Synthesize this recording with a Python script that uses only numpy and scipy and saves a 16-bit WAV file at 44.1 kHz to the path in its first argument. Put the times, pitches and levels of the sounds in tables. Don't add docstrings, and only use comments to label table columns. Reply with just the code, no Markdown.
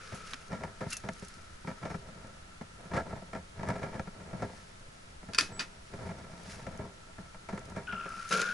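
import sys
import numpy as np
from scipy import signal
from scipy.fft import rfft, irfft
from scipy.io import wavfile
from scipy.ndimage import uniform_filter1d

SR = 44100
rng = np.random.default_rng(int(sys.argv[2]) if len(sys.argv) > 2 else 0)


def transcribe(signal):
    frames = np.atleast_2d(signal).T
    limited = np.clip(frames, -1, 1)
    pcm = np.round(limited * 32767).astype(np.int16)
    wavfile.write(sys.argv[1], SR, pcm)


N = 376173
TIME = np.arange(N) / SR

# f/Hz, level/dB
HUSH_SPECTRUM = [(20, 5), (50, -7.5), (100, -10), (200, -13), (400, -18.5), (900, -21), (1350, -19.5),
                 (2800, -23.5), (5500, -25), (11000, -30.5)]
CLOTH_SPECTRUM = [(400, -67), (1300, 11.5), (2000, 9.5), (3300, 3), (5500, 7.5), (8000, -1.5), (11000, -1)]
JET_SPECTRUM = [(100, -10), (190, 17), (300, -6), (950, 1.5), (1500, 9.5), (1950, 0), (2350, 9), (3000, 2),
                (6000, 0), (7000, -2.5), (8200, -14), (11000, -7.5)]
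CRACK_SPECTRUM = [(100, -51), (250, 6), (700, -14.5), (1300, 6.5), (3200, 2), (4800, 4.5), (6200, 3),
                  (8000, -4.5), (11000, -3)]
RATTLE_SPECTRUM = [(30, -22), (70, -1), (180, -11.5), (290, -5), (450, -2), (800, -9), (1130, -16.5),
                   (2200, -21), (2900, -27), (5500, -26.5), (11000, -40)]
# f/Hz, side over mid/dB
HUSH_SIDE = [(40, -26), (200, -7), (600, 7.5), (2000, 4), (11000, -5)]
HANDLING_SIDE = [(40, -19.5), (250, -15.5), (560, -10.5), (1200, -6), (2000, -7.5), (4000, -8.5),
                 (11000, -7.5)]

# t/s, hold/s, level/dB, first f/Hz, settled f/Hz, attack/s, release/s
PASSING_WHINE = (5.515, .075, -55, 7550, 7920, .03, .03)
EDGE_SQUEAK = (0.916, .018, -42, 2760, 2650, .014, .02)
# t/s, level/dB, decay/s
SNAPS = [(0.146, -39, 0.03), (0.904, -27.5, 0.011), (0.93, -21.5, 0.0067), (0.968, -24.5, 0.0064),
         (1.134, -36, 0.0034), (1.196, -38, .004), (1.248, -38, 0.0065), (1.34, -37, 0.0028),
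         (1.283, -32, 0.0037), (3.687, -30.5, 0.0024), (3.704, -48, 0.0026), (6.433, -42, .003),
         (6.775, -36, .002), (7.654, -35, .002), (7.592, -36, 0.002), (7.699, -37.5, 0.0028),
         (8.092, -35.5, .003), (8.29, -31, 0.012), (8.372, -26, 0.0051), (8.416, -25, .002)]
# t/s at the height, level/dB, swell and fade/s
SUIT_RUBS = [(0.13, -44.5, 0.3), (0.31, -37, 0.024), (0.928, -27, 0.028), (1.24, -42.5, 0.18),
             (1.9, -49.5, .15), (4.55, -46, 0.13), (6.05, -49, 0.25), (6.52, -35, 0.068), (8.32, -32, 0.15)]

# t/s, level/dB
SMOKER_DRAUGHT = [(0.29, -44.5), (0.42, -51), (1.4, -52), (2.3, -54.5), (5.1, -60), (7.8, -54)]
# t/s, length/s, level/dB, fade/(dB/s), first f/Hz, settled f/Hz, settling/s, hoarseness/dB
BELLOWS_STROKES = [(7.874, 0.41, -38.5, 18, 1504, 1360, 0.0383, -21),
                   (8.305, .25, -30, 32, 1338, 1500, 0.197, -13)]
# t/s, hold/s, jet level/dB, can level/dB
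SMOKER_PUFFS = [(0.0, 0.33, -55.5, -64.5), (8.305, 0.07, -35, -39)]

# f/Hz, level/dB, t60/s
EDGE_MODES = [(1038, -11, 0.07), (1400, -10, 0.15), (1600, -16, 0.3), (1760, -5, 0.072), (2475, 0.5, 0.055),
              (2550, -9, 0.19), (3640, -10, 0.078), (4550, 0, 0.056), (4680, 2, 0.04), (4820, -14, 0.11),
              (4840, -2, 0.06), (5200, -3, 0.066), (5700, -5, 0.071)]
# t/s, level/dB, rattle/s, lowpass f/Hz, freedom to ring/dB
EDGE_CLACKS = [(0.334, -16, 0.0026, 1990, -19), (0.341, -20.5, 0.0027, 2000, -25),
               (0.925, -24.5, 0.01, 4000, -9), (5.334, -26, 0.0043, 9000, -4),
               (5.346, -20.5, 0.0049, 9000, 0), (5.381, -21, 0.005, 9000, -5),
               (5.3851, -7, 0.0016, 12000, 0.5), (5.391, -19, 0.0017, 12000, -5),
               (5.409, -14.5, 0.0016, 12000, -4), (5.593, -19.5, 0.015, 5000, 3),
               (5.604, -21.5, 0.02, 2800, 6.5), (8.324, -15.5, 0.011, 9000, -14),
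               (8.416, -17.5, 0.0021, 12000, -12)]
# f/Hz, width/Hz, level/dB
WALL_MODES = [(390, 35, -3.5), (662, 30, 11.5), (925, 51, -8), (1325, 55, -2), (1710, 70, -5)]
BOX_MODES = [(91, 71, 2), (192.2, 48, 8), (402.4, 15, -1.5), (522, 44, 2.5), (655, 47.5, -1),
             (929, 83, -2.5), (1358, 62, -5.5), (1662, 106, -7.5), (2383, 200, -19)]
# t/s, level/dB, hold/s
BOX_SHUDDERS = [(2.956, -28, 0.048), (3.691, -39, 0.036), (4.42, -35.5, 0.016)]
# t/s, length/s, level/dB, attack/s
FRAME_SLIDES = [(0.488, 0.076, -42, 0.024), (0.603, 0.04, -40, 0.017), (1.785, 0.51, -54, 0.049),
                (2.775, 0.17, -50.5, 0.037), (2.9, 0.079, -34.5, 0.055), (3.043, 0.13, -44.5, 0.025),
                (3.55, 0.21, -38, 0.11), (3.766, 0.21, -41, 0.067), (4.114, 0.18, -47, 0.1),
                (4.332, 0.16, -47, 0.028), (5.302, 0.15, -50, 0.056), (5.478, 0.16, -50.5, 0.042),
                (5.894, 0.2, -40, 0.15), (6.135, 0.71, -50.5, 0.046), (6.732, 0.055, -51, 0.074),
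                (7.488, 0.67, -54.5, 0.076)]
# t/s, level/dB, treble gain/dB, rattle/s
FRAME_JOLTS = [(0.121, -32, 0, 0.022), (0.518, -28.5, 2, 0.023), (0.635, -29.5, 9, 0.0036),
               (0.806, -26.5, 2.5, 0.028), (0.862, -30, -14, 0.0064), (1.037, -33.5, -2, 0.04),
               (1.086, -27.5, 18, 0.0042), (1.222, -35, -29, 0.0043), (1.644, -35, -3, 0.01),
               (1.671, -29.5, 3, 0.028), (1.712, -39.5, 5, 0.0035), (1.825, -30, 1.5, 0.02),
               (1.851, -31, 6, 0.02), (1.898, -31, 2.5, 0.018), (1.942, -29, 1, 0.0079),
               (2.61, -32.5, -5, 0.01), (2.934, -27.5, 8, 0.03), (2.966, -29, 19, 0.013),
               (3.064, -36, -11, 0.016), (3.127, -29.5, -21, 0.0042), (3.22, -39, -13, .007),
               (3.33, -32, 8, 0.008), (3.348, -30.5, -2.5, .023), (3.607, -31, -10, 0.009),
               (3.63, -30, 5, 0.0047), (3.686, -26, 4, 0.0065), (3.701, -25, 4, 0.0076),
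               (3.829, -27.5, 10, .022), (3.955, -33.5, 4, 0.011), (3.994, -26, -2, 0.0047),
               (4.071, -32.5, -4, 0.007), (4.328, -29, -10, 0.027), (4.419, -25, 1, 0.014),
               (4.443, -36, -4, 0.0075), (5.228, -41, -14, 0.004), (5.284, -36, -10, 0.016),
               (5.935, -33.5, 1, 0.0073), (6.665, -30.5, 1.5, 0.0084), (6.789, -30.5, -27, 0.039),
               (7.181, -36.5, -4, 0.019), (7.343, -42, 7, 0.0078), (7.486, -32, 12, 0.019),
               (7.525, -27.5, -1.5, 0.027), (7.575, -36, 13, 0.0073), (7.717, -38.5, -11, 0.0042),
               (7.761, -28, 4, 0.029), (7.922, -32, 6, 0.016), (8.054, -35, 17, 0.014)]


def from_db(db):
    return 10 ** (np.asarray(db) / 20)


def rms_one(x):
    return x / np.sqrt(np.mean(x ** 2) + 1e-20)


def loudest_one(x, size=512):
    return x / np.sqrt(uniform_filter1d(x ** 2, size).max())


def add(track, s, sound):
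    at = max(0, int(s * SR))
    track[at:at + len(sound)] += sound[:max(0, N - at)]


def pan(x, db):
    return x * from_db(np.array([[db], [-db]]) / 2)


def envelope(s, hold_s, attack_s, release_s):
    t = TIME - s
    return np.clip(t / attack_s, 0, 1) * np.exp(-np.maximum(t - hold_s, 0) / release_s)


def glide(s, first_hz, settled_hz, settle_s):
    return settled_hz + (first_hz - settled_hz) * np.exp(-np.maximum(TIME - s, 0) / settle_s)


def drift(rate_hz):
    r = np.exp(-80 * np.pi * rate_hz / SR)
    slow = signal.lfilter([1], [1, -2 * r, r * r], rng.standard_normal(N // 40 + 2002))[2000:]
    return np.interp(np.arange(N) / 40, np.arange(len(slow)), rms_one(slow))


def colour(x, spectrum, size=8192):
    hz, db = np.transpose(spectrum)
    grid_hz = np.maximum(np.arange(size // 2 + 1) * SR / size, 1)
    gain = from_db(np.interp(np.log(grid_hz), np.log(hz), db))
    cepstrum = irfft(np.log(gain))
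    cepstrum[1:size // 2] *= 2
    cepstrum[size // 2 + 1:] = 0
    impulse = irfft(np.exp(rfft(cepstrum)))[:size // 2]
    return signal.oaconvolve(x, impulse)[:len(x)]


def resonate(x, hz, width_hz):
    r = np.exp(-np.pi * width_hz / SR)
    poles = [1, -2 * r * np.cos(2 * np.pi * hz / SR), r * r]
    return signal.lfilter(np.array([1, 0, -1]) * (1 - r * r) / 2, poles, x + 1e-18)


def ring_modes(x, modes):
    return sum((-1) ** k * from_db(db) * resonate(x, hz, width) for k, (hz, width, db) in enumerate(modes))


def noise_band(hz, widths_hz):
    first = resonate(rng.standard_normal(N), hz[0], widths_hz[0])
    return rms_one(resonate(first, hz[1], widths_hz[1]))


def grains(per_s, spread_db):
    sizes = from_db(spread_db * np.minimum(rng.exponential(1, N), 4)) * rng.choice([-1, 1], N)
    return rms_one(sizes * (rng.random(N) < per_s / SR))


def open_air(level_db=-54.5, rumble_db=-60.0, gust_db=3.0):
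    hush = from_db(level_db) * rms_one(colour(rng.standard_normal(N), HUSH_SPECTRUM))
    gusts = from_db(rumble_db + gust_db * drift(4.7))
    return hush + gusts * noise_band(hz=(66, 38), widths_hz=(72, 112))


def thin_tone(tone, waver_hz):
    s, hold_s, db, first_hz, settled_hz, attack_s, release_s = tone
    hz = glide(s, first_hz, settled_hz, settle_s=0.022) + waver_hz * drift(125)
    note = np.sqrt(2) * np.sin(2 * np.pi * np.cumsum(hz) / SR)
    return from_db(db) * envelope(s, hold_s, attack_s, release_s) * note


def grit(level_db=-4.5, fine_per_s=4.0, count=40, size=3000):
    out = np.zeros(N)
    moments = np.cumsum(rng.exponential(1, count)) / fine_per_s
    fine_snaps = [(s, db, 0.002) for s, db in zip(moments, rng.normal(-48, 3, count))]
    for s, db, decay_s in SNAPS + fine_snaps:
        add(out, s, from_db(db + level_db) * rng.standard_normal(size) * np.exp(-TIME[:size] / decay_s))
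    return resonate(out, hz=13800, width_hz=8000) + resonate(out, hz=6500, width_hz=1260)


def suit_rustle(level_db=-15.5, flutter_db=-2.0, rest_db=-54.5):
    fibres = rms_one(colour(grains(per_s=9100, spread_db=5.0), CLOTH_SPECTRUM))
    swings = sum(from_db(db) * np.exp(-np.abs(TIME - s) / swell_s) for s, db, swell_s in SUIT_RUBS)
    return (from_db(rest_db) + swings) * from_db(level_db + flutter_db * drift(38)) * fibres


def bellows_creak(start_s=7.872, every_s=0.0175, count=23, level_db=-47.0, fade_db_per_s=25.0,
                  fold_hz=2780, sag_hz_per_s=900, width_hz=600, decay_s=0.0058, size=1500):
    out = np.zeros(N)
    for k in range(count):
        late, strength, detune = rng.standard_normal(3)
        t = every_s * (k + 0.15 * late)
        rasp = rng.standard_normal(size) * np.exp(-TIME[:size] / decay_s)
        hz = (fold_hz - sag_hz_per_s * t) * (1 + 0.014 * detune)
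        db = level_db - fade_db_per_s * t + 3.5 * strength
        fold = resonate(resonate(rasp, hz, width_hz), hz, 2 * width_hz)
        add(out, start_s + t, from_db(db) * loudest_one(fold))
    return signal.sosfilt(signal.butter(6, 3400, fs=SR, output="sos"), out)


def smoker_whistle(breathy=0.54, width_hz=100, waver_hz=12, draught_db=-9.0):
    draught = from_db(np.interp(TIME, *np.transpose(SMOKER_DRAUGHT)) + draught_db)
    out = draught * noise_band(hz=(1320, 1750), widths_hz=(65, 630))
    hoarse = noise_band(hz=(1540, 1540), widths_hz=(210, 330))
    for s, length_s, db, fade_db_per_s, first_hz, settled_hz, settle_s, hoarse_db in BELLOWS_STROKES:
        hz = glide(s, first_hz, settled_hz, settle_s) + waver_hz * drift(40.9)
        phase = 2 * np.pi * np.cumsum(hz) / SR
        note = (1 + breathy * drift(width_hz)) * np.sin(phase) + breathy * drift(width_hz) * np.cos(phase)
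        fade = from_db(-fade_db_per_s * np.maximum(TIME - s, 0))
        pressure = from_db(db) * envelope(s, length_s, attack_s=0.01, release_s=0.017)
        out += pressure * (fade * rms_one(note) + from_db(hoarse_db) * hoarse)
    return out


def smoker_puffs(sputter_db=2.0, attack_s=0.0083):
    out = np.zeros(N)
    sputter = from_db(sputter_db * drift(56))
    jet = sputter * rms_one(colour(grains(per_s=4000, spread_db=0.5), JET_SPECTRUM))
    can = noise_band(hz=(435, 530), widths_hz=(95, 180))
    for s, hold_s, jet_db, can_db in SMOKER_PUFFS:
        out += from_db(jet_db) * jet * envelope(s, hold_s, attack_s, release_s=0.11)
        out += from_db(can_db) * can * envelope(s, hold_s, attack_s, release_s=0.075)
    return out


def edge_clacks(level_db=-13.0, tail_db=-16.5, tail_s=0.033, ring_db=-3.5, size=13230):
    out, t = np.zeros(N), TIME[:size]
    for s, db, rattle_s, dull_hz, free_db in EDGE_CLACKS:
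        contact = np.exp(-t / rattle_s) + from_db(tail_db + free_db) * np.exp(-t / tail_s)
        onset = 1 - np.exp(-10 * t / rattle_s)
        crack = colour(rng.standard_normal(size) * contact * onset, CRACK_SPECTRUM)
        ring = np.zeros(size)
        for hz, mode_db, t60 in EDGE_MODES:
            decay = from_db(mode_db + rng.normal(0, 2) - 60 * t / t60)
            ring += decay * np.sin(2 * np.pi * (hz * t + rng.random()))
        clack = loudest_one(crack) + from_db(ring_db + free_db) * ring * onset
        softness = signal.butter(1, dull_hz, fs=SR)
        add(out, s, from_db(db + level_db) * signal.lfilter(*softness, clack))
    return out


def box_shudders(level_db=-5.0, edge_s=0.0044):
    out, slips = np.zeros(N), grains(per_s=770, spread_db=2.5)
    for s, db, hold_s in BOX_SHUDDERS:
        run = slips * envelope(s, hold_s, edge_s, edge_s)
        out += from_db(db + level_db) * loudest_one(ring_modes(run, WALL_MODES))
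    return out


def box_response(rattle_db=-4.0, size=3072):
    tap = signal.unit_impulse(size)
    body = signal.sosfilt(signal.butter(4, 2500, fs=SR, output="sos"), ring_modes(tap, BOX_MODES))
    return body + from_db(rattle_db) * colour(tap, RATTLE_SPECTRUM)


def frame_scrapes(box, level_db=-1.5, judder_db=2.5, rest_db=-60.0):
    slips = grains(per_s=1600, spread_db=3.0) * from_db(judder_db * drift(35))
    slides = sum(from_db(db) * envelope(s, length_s, attack_s, release_s=0.04)
                 for s, length_s, db, attack_s in FRAME_SLIDES)
    wood = rms_one(signal.oaconvolve(slips, box)[:N])
    return from_db(level_db) * (from_db(rest_db) + slides) * wood


def frame_knocks(box, level_db=-7.0, rise_s=0.00096, thump_s=0.011, thump_db=-11.0, size=8192):
    out, t = np.zeros(N), TIME[:size]
    chatter = grains(per_s=3000, spread_db=2.0)
    rocking = noise_band(hz=(176, 176), widths_hz=(84, 84))
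    treble = signal.butter(1, 800, "high", fs=SR)
    onset = 1 - np.exp(-t / rise_s)
    for s, db, treble_db, rattle_s in FRAME_JOLTS:
        at = int(s * SR)
        contacts = chatter[at:at + size] * onset * np.exp(-t / rattle_s)
        hit = signal.fftconvolve(contacts, box)[:size]
        hit += (from_db(treble_db) - 1) * signal.lfilter(*treble, hit)
        thump = rocking[at:at + size] * t / thump_s * np.exp(-t / thump_s)
        knock = loudest_one(hit) + from_db(thump_db) * loudest_one(thump)
        add(out, s, from_db(db + level_db) * knock)
    return out


def close_handling():
    box = box_response()
    wood = frame_knocks(box) + box_shudders() + frame_scrapes(box) + edge_clacks()
    return wood + grit() + bellows_creak() + smoker_puffs() + suit_rustle()


def scene():
    side = np.array([[1], [-1]])
    handling = close_handling() + side * colour(close_handling(), HANDLING_SIDE)
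    outdoors = open_air() + side * colour(open_air(), HUSH_SIDE)
    tones = thin_tone(EDGE_SQUEAK, waver_hz=34.8) + thin_tone(PASSING_WHINE, waver_hz=13)
    return outdoors + tones + pan(smoker_whistle(), db=4.0) + pan(handling, db=0.6)


def record(dry):
    return signal.sosfilt(signal.ellip(12, 0.1, 70, 11150, fs=SR, output="sos"), dry)


dry = scene()
out = record(dry)
transcribe(out)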